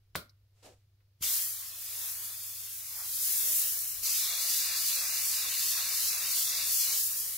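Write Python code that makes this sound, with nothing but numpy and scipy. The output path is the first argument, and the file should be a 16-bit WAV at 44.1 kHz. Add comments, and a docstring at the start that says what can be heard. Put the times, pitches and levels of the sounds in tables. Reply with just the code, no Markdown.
"""An airbrush sprays a shirt in a small room: air swirling out of its nozzle makes a bright hiss.
First the air hose pops off one brush and is pushed onto the next with a puff of leaking air.
Then the trigger opens, gently for close work, and is held for broad strokes that each brighten
the hiss, while the air rushes over the cloth. A mains hum lies underneath."""
import sys
import numpy as np
from scipy import signal
from scipy.fft import irfft, next_fast_len
from scipy.io import wavfile
from scipy.ndimage import uniform_filter1d

SR = 44100
rng = np.random.default_rng(int(sys.argv[2]) if len(sys.argv) > 2 else 0)


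def store_pcm(level_fs):
    """Save levels as 16-bit WAV."""
    pcm = np.round(np.clip(level_fs, -1, 1) * 32767).astype(np.int16)
    wavfile.write(sys.argv[1], SR, np.atleast_2d(pcm).T)


N = 325017
TIME = np.arange(N) / SR
FFT_SIZE = 2 * next_fast_len(N // 2 + 1)
HZ = np.maximum(np.fft.rfftfreq(FFT_SIZE, 1 / SR), 1)
HELD_DB = -36.5   # air flow with the trigger held, on the scale of the trigger table


def airbrush():
    """Swirling air hisses in four bands: nozzle jet, cone of paint, its slower rim, rush on the cloth."""
    # the air valve opening: t/s, gain/dB
    valve = [(1.18, -72), (1.203, -50), (1.209, -33), (1.218, -23), (1.226, -7.5)]
    # spread of the paint cone: t/s, width (0 narrow, 1 wide)
    cone_width = [(1.24, 0.85), (1.34, 0.48), (1.45, 0.059), (1.73, 0.43), (2.05, 0.21), (2.95, 0.24),
                  (3.3, 0.02), (3.86, 0.01), (4.02, 0.33), (4.06, 0.97), (6.62, 0.93), (6.74, 0.73),
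                  (6.94, 1), (7.06, 0.3), (7.37, 0.097)]
    # hiss of a narrow cone: f/Hz, relative level/dB
    narrow_hiss = [(60, -40), (200, 32), (450, 34.5), (900, 37.5), (1300, 47), (3000, 51.5), (4000, 59),
                   (5200, 73), (6500, 70), (8200, 63), (10500, 66), (15500, 68.5)]
    # hiss of a wide cone, which reaches lower: f/Hz, relative level/dB
    wide_hiss = [(60, -17), (200, 36.5), (450, 39.5), (900, 46.5), (1500, 59), (3000, 64), (3900, 70.5),
                 (4800, 76.5), (6200, 75), (8500, 66.5), (11000, 67.5), (15500, 69)]
    # steady peaks and dips in the hiss: f/Hz, half width/Hz, gain/dB
    ripples = [(370, 24, 5.5), (522, 34, 7), (686, 67, 9), (1082, 40, 7.5), (1290, 38, 2.5),
               (1422, 28, -12), (2330, 23, 3), (3540, 52, 2.5), (4070, 40, 5), (4040, 35, 1.5),
               (4400, 75, 4.5), (4520, 44, -7.5), (4540, 30, 7), (4720, 40, 5), (5250, 62, -0.5),
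               (6120, 51, 5.5), (11660, 230, 2.5), (12560, 460, -3)]
    ripple_db = sum(db * np.exp(-((HZ - hz) / width_hz) ** 2) for hz, width_hz, db in ripples)
    narrow = from_db(at_hz(narrow_hiss) + ripple_db)
    wide = from_db(at_hz(wide_hiss) + ripple_db)
    opening = np.clip(in_time(cone_width)[0], 0, 1)
    flow_db, pulled = air_flow()
    stroke = strokes()
    sputter = drift(340)   # paint tears off the needle unevenly
    waver = drift(20)   # the flow wavers

    def hiss(low_hz, high_hz, db, wide_db, stroke_db, sputter_db, waver_db):
        """One band of hiss; its level follows the flow, the cone's width and the strokes."""
        passband = band(low_hz, high_hz)
        air = np.sqrt(1 - opening ** 2) * noise(narrow * passband, diffuse=.43)
        air += opening * noise(wide * passband)
        level_db = flow_db + db + wide_db * opening + stroke_db * stroke
        return air * from_db(level_db + sputter_db * sputter + waver_db * waver)

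    jet = hiss(7440, 16040, db=8.68, wide_db=0, stroke_db=5.07, sputter_db=.63, waver_db=.55)
    cone = hiss(2200, 7440, db=-5, wide_db=10.6, stroke_db=2.7, sputter_db=-.27, waver_db=.55)
    rim = hiss(1430, 3665, db=-7.5, wide_db=10.8, stroke_db=-3.5, sputter_db=-.9, waver_db=-.55)
    cloth_db = -22.5 - .33 * (flow_db - HELD_DB) + drift(4)   # follows two thirds of the flow's swing
    cloth = hiss(130, 1380, db=cloth_db, wide_db=12.86, stroke_db=-5, sputter_db=-.3, waver_db=-.55)
    between_strokes = pulled * opening * (1 - stroke ** 2)
    middle = hollow(shimmer(cone + rim), between_strokes)
    # the jet leans left, and further left just ahead of each stroke
    left_db = 1.5 + 2 * (strokes(lead_s=.13) - .33 * pulled)
    spray = jet * lean_left(left_db) + middle + cloth * lean_left(1.2)
    return spray * from_db(in_time(valve)[0]) * (TIME > valve[0][0])


def air_flow():
    """The trigger is worked gently, pulled, held and eased off. 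Gives flow in dB and the pull, 0-1."""
    # air flow during close work: t/s, relative level/dB
    trigger = [(1.24, -35), (1.36, -34), (1.43, -34.5), (1.56, -41.5), (1.73, -46), (2.07, -38),
               (2.17, -42), (2.24, -40.5), (2.37, -43.5), (2.87, -43.5), (3.05, -40), (3.28, -32.5),
               (3.62, -31), (3.77, -35.5), (3.86, -37), (4.02, -43)]
    pull_s, pull_rise_s = 4.025, .01
    ease_s, ease_db_per_s = 7.18, 13
    pulled = np.clip((TIME - pull_s) / pull_rise_s, 0, 1)
    held_db = HELD_DB - ease_db_per_s * np.maximum(TIME - ease_s, 0)
    return (1 - pulled) * in_time(trigger)[0] + pulled * held_db, pulled


def strokes(lead_s=0):
    """Each stroke is a smooth swell, falling to about 0 where the hand turns round."""
    # sweeps of the brush: middle t/s, strength, half length/s
    sweeps = [(1.32, .55, .075), (3.33, .25, .08), (3.55, .35, .06), (4.15, .95, .125), (4.53, 1, .1),
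              (4.89, .8, .11), (5.28, .8, .115), (5.67, .95, .1), (6.04, .95, .095), (6.39, 1.05, .088),
              (6.78, 1.25, .1), (7.0, .95, .1), (7.2, .45, .03)]
    return sum(strength * swell(s - lead_s, half_s) for s, strength, half_s in sweeps)


def shimmer(air, width_hz=110, hold_s=.1, size=2048):
    """Narrow bands of the hiss swell and sink, each on its own; the average power stays about the same."""
    # how strongly the hiss shimmers: f/Hz, depth
    depths = [(1300, .3), (2200, .8), (3100, 1.6), (4600, 1.15), (5600, .6), (8000, .3)]
    hz, _, frames = signal.stft(air, SR, nperseg=size)
    hz_steps, time_steps = int(width_hz * size / SR), int(2 * hold_s * SR / size)
    flicker = rng.standard_normal(frames.shape[1:])
    for _ in range(2):
        flicker = uniform_filter1d(flicker, hz_steps, axis=0)
        flicker = uniform_filter1d(flicker, time_steps, axis=1)
    depth = at_hz(depths, hz + 1)[:, None]
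    gain = np.sqrt(1 + np.tanh(depth * flicker / flicker.std()))
    return signal.istft(frames * gain, SR, nperseg=size)[1][:, :N]


def hollow(air, between_strokes, half_width_hz=248):
    """Between broad strokes a narrow, wandering band sinks out of the hiss, so it sounds hollow."""
    depth = np.clip(1.45 * between_strokes * (1 + .3 * drift(12)), 0, 1)
    centre_hz = 3110 + 150 * strokes(lead_s=.06) + 130 * drift(12)
    # slide the band down to 0 Hz, pick it out, slide it back and take it away
    slide = np.exp(2j * np.pi * np.cumsum(centre_hz) / SR)
    low_pass = signal.butter(4, half_width_hz, fs=SR, output="sos")
    picked = signal.sosfiltfilt(low_pass, air / slide)
    return air - depth * 2 * np.real(picked * slide)


def cloth_gusts():
    """The jet pushes into the cloth, which answers with brief, low rushes."""
    # soft gusts: middle t/s, level/dB, centre f/Hz, half length/s
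    gusts = [(2.0, -66, 680, 0.1), (2.14, -62, 1480, 0.25), (2.222, -66, 600, 0.014),
             (3.008, -56, 1160, 0.066), (3.484, -61, 432.8, 0.076), (4.984, -62, 550, .02),
             (5.475, -62, 403, 0.041), (5.787, -48, 1410, .025), (6.934, -62.5, 476, 0.065),
             (7.183, -71.5, 500, 0.16)]
    return sum(from_db(db) * noise(hump(hz, octaves=.81), diffuse=.27) * swell(s, half_s)
               for s, db, hz, half_s in gusts)


def hose_pop(pop_s=.1543):
    """The hose lets go with a sharp pulse and a blast of trapped air, and the room rings."""
    # air escaping from the hose plug: f/Hz, relative level/dB
    vent = [(40, -9), (70, 4.5), (165, -1), (250, -4), (370, -9.5), (600, -4.5), (820, -19), (1080, -11),
            (1400, -4), (1700, -18.5), (2150, -13), (2700, -18), (4200, -9), (6200, -19), (15500, -14.5)]
    colour = from_db(at_hz(vent))
    # a faint, brief hiss comes just before the pop
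    lead_in_hiss = from_db(-48) * noise(band(3000, 5500, order=3)) * fade(.148, t60=.05)
    bounce = .3 * pressure_pulse(pop_s + .00292)   # the pulse comes back off the easel
    pulse = .106 * (pressure_pulse(pop_s) + bounce)
    blast = from_db(-25) * noise(colour) * fade(.155, t60=.045, rise_s=.0012)
    echo = from_db(-38) * room_echo(colour, start_s=.164)
    return lead_in_hiss + pulse + blast + echo + pop_ring(pop_s)


def pressure_pulse(at_s, half_s=.00012):
    """The air pressure jumps to 1, swings to -1 and settles, like the letter N."""
    offset = (TIME - at_s) / half_s
    return -offset * np.exp((1 - offset ** 2) / 2)


def room_echo(colour, start_s):
    """The pop lingers in the room, each band of pitch dying away at its own speed."""
    # how long the room rings: f/Hz, fade time t60/s
    ring_times = [(100, 0.21), (260, 0.24), (700, 0.23), (1500, 0.26), (4850, 0.19), (12800, 0.18)]
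    edges_hz = np.geomspace(50, 16000, 7)
    echo = 0
    for low, high in zip(edges_hz, edges_hz[1:]):
        part = colour * band(low, high)
        share = np.sqrt(np.sum(part ** 2) / np.sum(colour ** 2))
        t60 = at_hz(ring_times, np.sqrt(low * high))
        echo += share * noise(part, diffuse=.92) * fade(start_s, t60, rise_s=.0012)
    return echo


def pop_ring(pop_s):
    """A few tones ring on after the pop, each reaching left and right out of step."""
    # ringing tones: f/Hz, level/dB, fade time t60/s, left-right phase/rad
    tones = [(592, -51.5, 0.14, 4.3), (1050, -56, 0.22, 9.1), (1165, -51, 0.23, 3.4),
             (1400, -49.5, 0.26, 1.2), (1550, -46, .23, 3.6), (2170, -51, 0.22, 3.8)]
    ring = 0
    for hz, db, t60, apart in tones:
        phase = 2 * np.pi * (hz * TIME + rng.random()) + apart * np.array([[.5], [-.5]])
        ring += np.sqrt(2) * from_db(db) * np.sin(phase) * fade(pop_s, t60, rise_s=.003)
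    return ring


def hose_leak():
    """Air puffs out while the hose is pushed on, until the plug seals."""
    # strength of the leak: t/s, hiss level/dB, hollow rush level/dB
    leak = [(0.5, -90, -90), (0.57, -76, -82), (0.622, -76, -81), (0.631, -63, -66), (0.662, -57, -56),
            (0.70, -66, -61), (0.738, -70.5, -66), (0.755, -79, -75), (0.86, -82, -99)]
    # tone of the leaking air: f/Hz, relative level/dB
    leak_colour = [(88, -44), (150, -16), (519, -5.5), (708, -7), (1130, -26), (1290, -21), (1450, -27),
                   (1600, -21.5), (4390, -23), (4840, -24), (7410, -24), (15500, -37)]
    hiss_db, rush_db = in_time(leak)
    colour = from_db(at_hz(leak_colour))
    hiss = from_db(hiss_db) * noise(colour * band(1000, 20000), diffuse=.6)
    rush = from_db(rush_db) * noise(colour * band(160, 1400), diffuse=.85)
    return (hiss + rush) * np.interp(TIME, [.48, .6, .76, .88], [0, 1, 1, 0])


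def draught():
    """A passing draught makes a brief, low rumble."""
    # strength of the draught: t/s, level/dB
    breeze = [(3.88, -101), (3.93, -60), (4.02, -62), (4.06, -104)]
    return from_db(in_time(breeze)[0]) * noise(band(38, 75, order=3))


def handling():
    """Plug, hand and trigger make small clicks and bumps that die quickly."""
    # knocks: t/s, level/dB, centre f/Hz, half width/octaves, fade time t60/s
    knocks = [(0.294, -53.5, 4740, 0.25, 0.036), (.294, -70, 11000, .8, 0.066),
              (1.003, -77.5, 1980, 0.92, .12), (1.209, -49.5, 96, 0.94, 0.2)]
    return sum(from_db(db) * noise(hump(hz, octaves)) * fade(s, t60) for s, db, hz, octaves, t60 in knocks)


def background(hum_hz=99.5):
    """A slightly wavering mains hum over low room noise."""
    # room noise: f/Hz, relative level/dB
    room_noise = [(25, -6), (42, -11), (56, -0.5), (80, -2), (100, -6.5), (122, -2), (140, -12.5),
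                  (200, -30), (400, -26), (900, -35), (2400, -35.5), (5000, -34.5), (8500, -44.5),
                  (11000, -39.5), (15500, -38)]
    hum = np.sqrt(2) * from_db(-67 + .6 * drift(4.1)) * np.sin(2 * np.pi * hum_hz * TIME)
    return hum + from_db(-70.5) * noise(from_db(at_hz(room_noise)), diffuse=.8)


def noise(colour, diffuse=0):
    """Stereo noise with a gain for each pitch (colour), heard directly (0) or from all round (1)."""
    # stereo width of direct sound: f/Hz, side minus mid level/dB
    direct_width = [(40, -21.5), (100, -22.5), (200, -21), (400, -22.5), (750, -8), (1200, -3), (1800, 2),
                    (2300, -11.5), (3200, -20), (4300, -4), (6000, -3.5), (15000, -2.5)]
    # stereo width of sound from all round the room: f/Hz, side minus mid level/dB
    room_width = [(40, -19), (100, -31), (200, -14), (400, -6.5), (750, -3), (1500, -5.5), (3000, 3.5),
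                  (6000, 0), (15000, -1.5)]
    width_db = (1 - diffuse) * at_hz(direct_width) + diffuse * at_hz(room_width)
    mid = white()   # mid is what left and right share; side is what sets them apart
    # in the top treble the side is partly a late copy of the mid, so left and right ripple in turn
    late_share, lag_s = .55 * (HZ > 12200), 64 / SR
    late_copy = mid * np.exp(-2j * np.pi * HZ * lag_s)
    side = np.sqrt(1 - late_share) * white() + np.sqrt(late_share) * late_copy
    mid = wave(mid * colour)
    side = wave(side * colour * from_db(width_db))
    return np.array([mid + side, mid - side]) / mid.std()


def white():
    """Spectrum of fresh white noise."""
    return rng.standard_normal(len(HZ)) + 1j * rng.standard_normal(len(HZ))


def wave(spectrum):
    """Turns a spectrum into samples."""
    return irfft(spectrum)[..., :N]


def drift(rate_hz):
    """Random wavering of typical size 1, mostly slower than the given rate."""
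    slow = wave(white() / (1 + (HZ / rate_hz) ** 2))
    return slow / slow.std()


def band(low_hz, high_hz, order=8):
    """Gain that keeps the pitches between two edges."""
    return 1 / np.sqrt((1 + (low_hz / HZ) ** (2 * order)) * (1 + (HZ / high_hz) ** (2 * order)))


def hump(hz, octaves):
    """Gain of a rounded band about a centre pitch."""
    return 1 / (1 + (np.log2(HZ / hz) / octaves) ** 4)


def fade(start_s, t60, rise_s=.00083):
    """A quick rise, then a fall of 60 dB every t60 seconds."""
    age = np.maximum(TIME - start_s, 0)
    decay = np.exp(-np.minimum(np.log(1000) * age / t60, 10 * np.pi))
    return (1 - np.exp(-age / rise_s)) * decay


def swell(middle_s, half_s):
    """A smooth rise to 1 and fall."""
    return np.exp(-((TIME - middle_s) / half_s) ** 2)


def lean_left(db):
    """Left and right gains that make the left louder by db."""
    return from_db(db * np.array([[.5], [-.5]]))


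def from_db(db):
    """Decibels to gain."""
    return 10 ** (np.asarray(db) / 20)


def in_time(rows):
    """Reads each column of a time table at every sample."""
    s, *columns = np.transpose(rows)
    return [np.interp(TIME, s, column) for column in columns]


def at_hz(points, hz=HZ):
    """Reads a pitch table, with octaves evenly spaced."""
    f, value = np.transpose(points)
    return np.interp(np.log(hz), np.log(f), value)


def scene():
    """Spraying, the hose change and the room, added together."""
    return airbrush() + cloth_gusts() + hose_pop() + hose_leak() + draught() + handling() + background()


def record(dry, cutoff_hz=15720):
    """The highest treble is cut off steeply."""
    return signal.sosfilt(signal.ellip(12, .1, 80, cutoff_hz, fs=SR, output="sos"), dry)


dry = scene()
out = record(dry)
store_pcm(out)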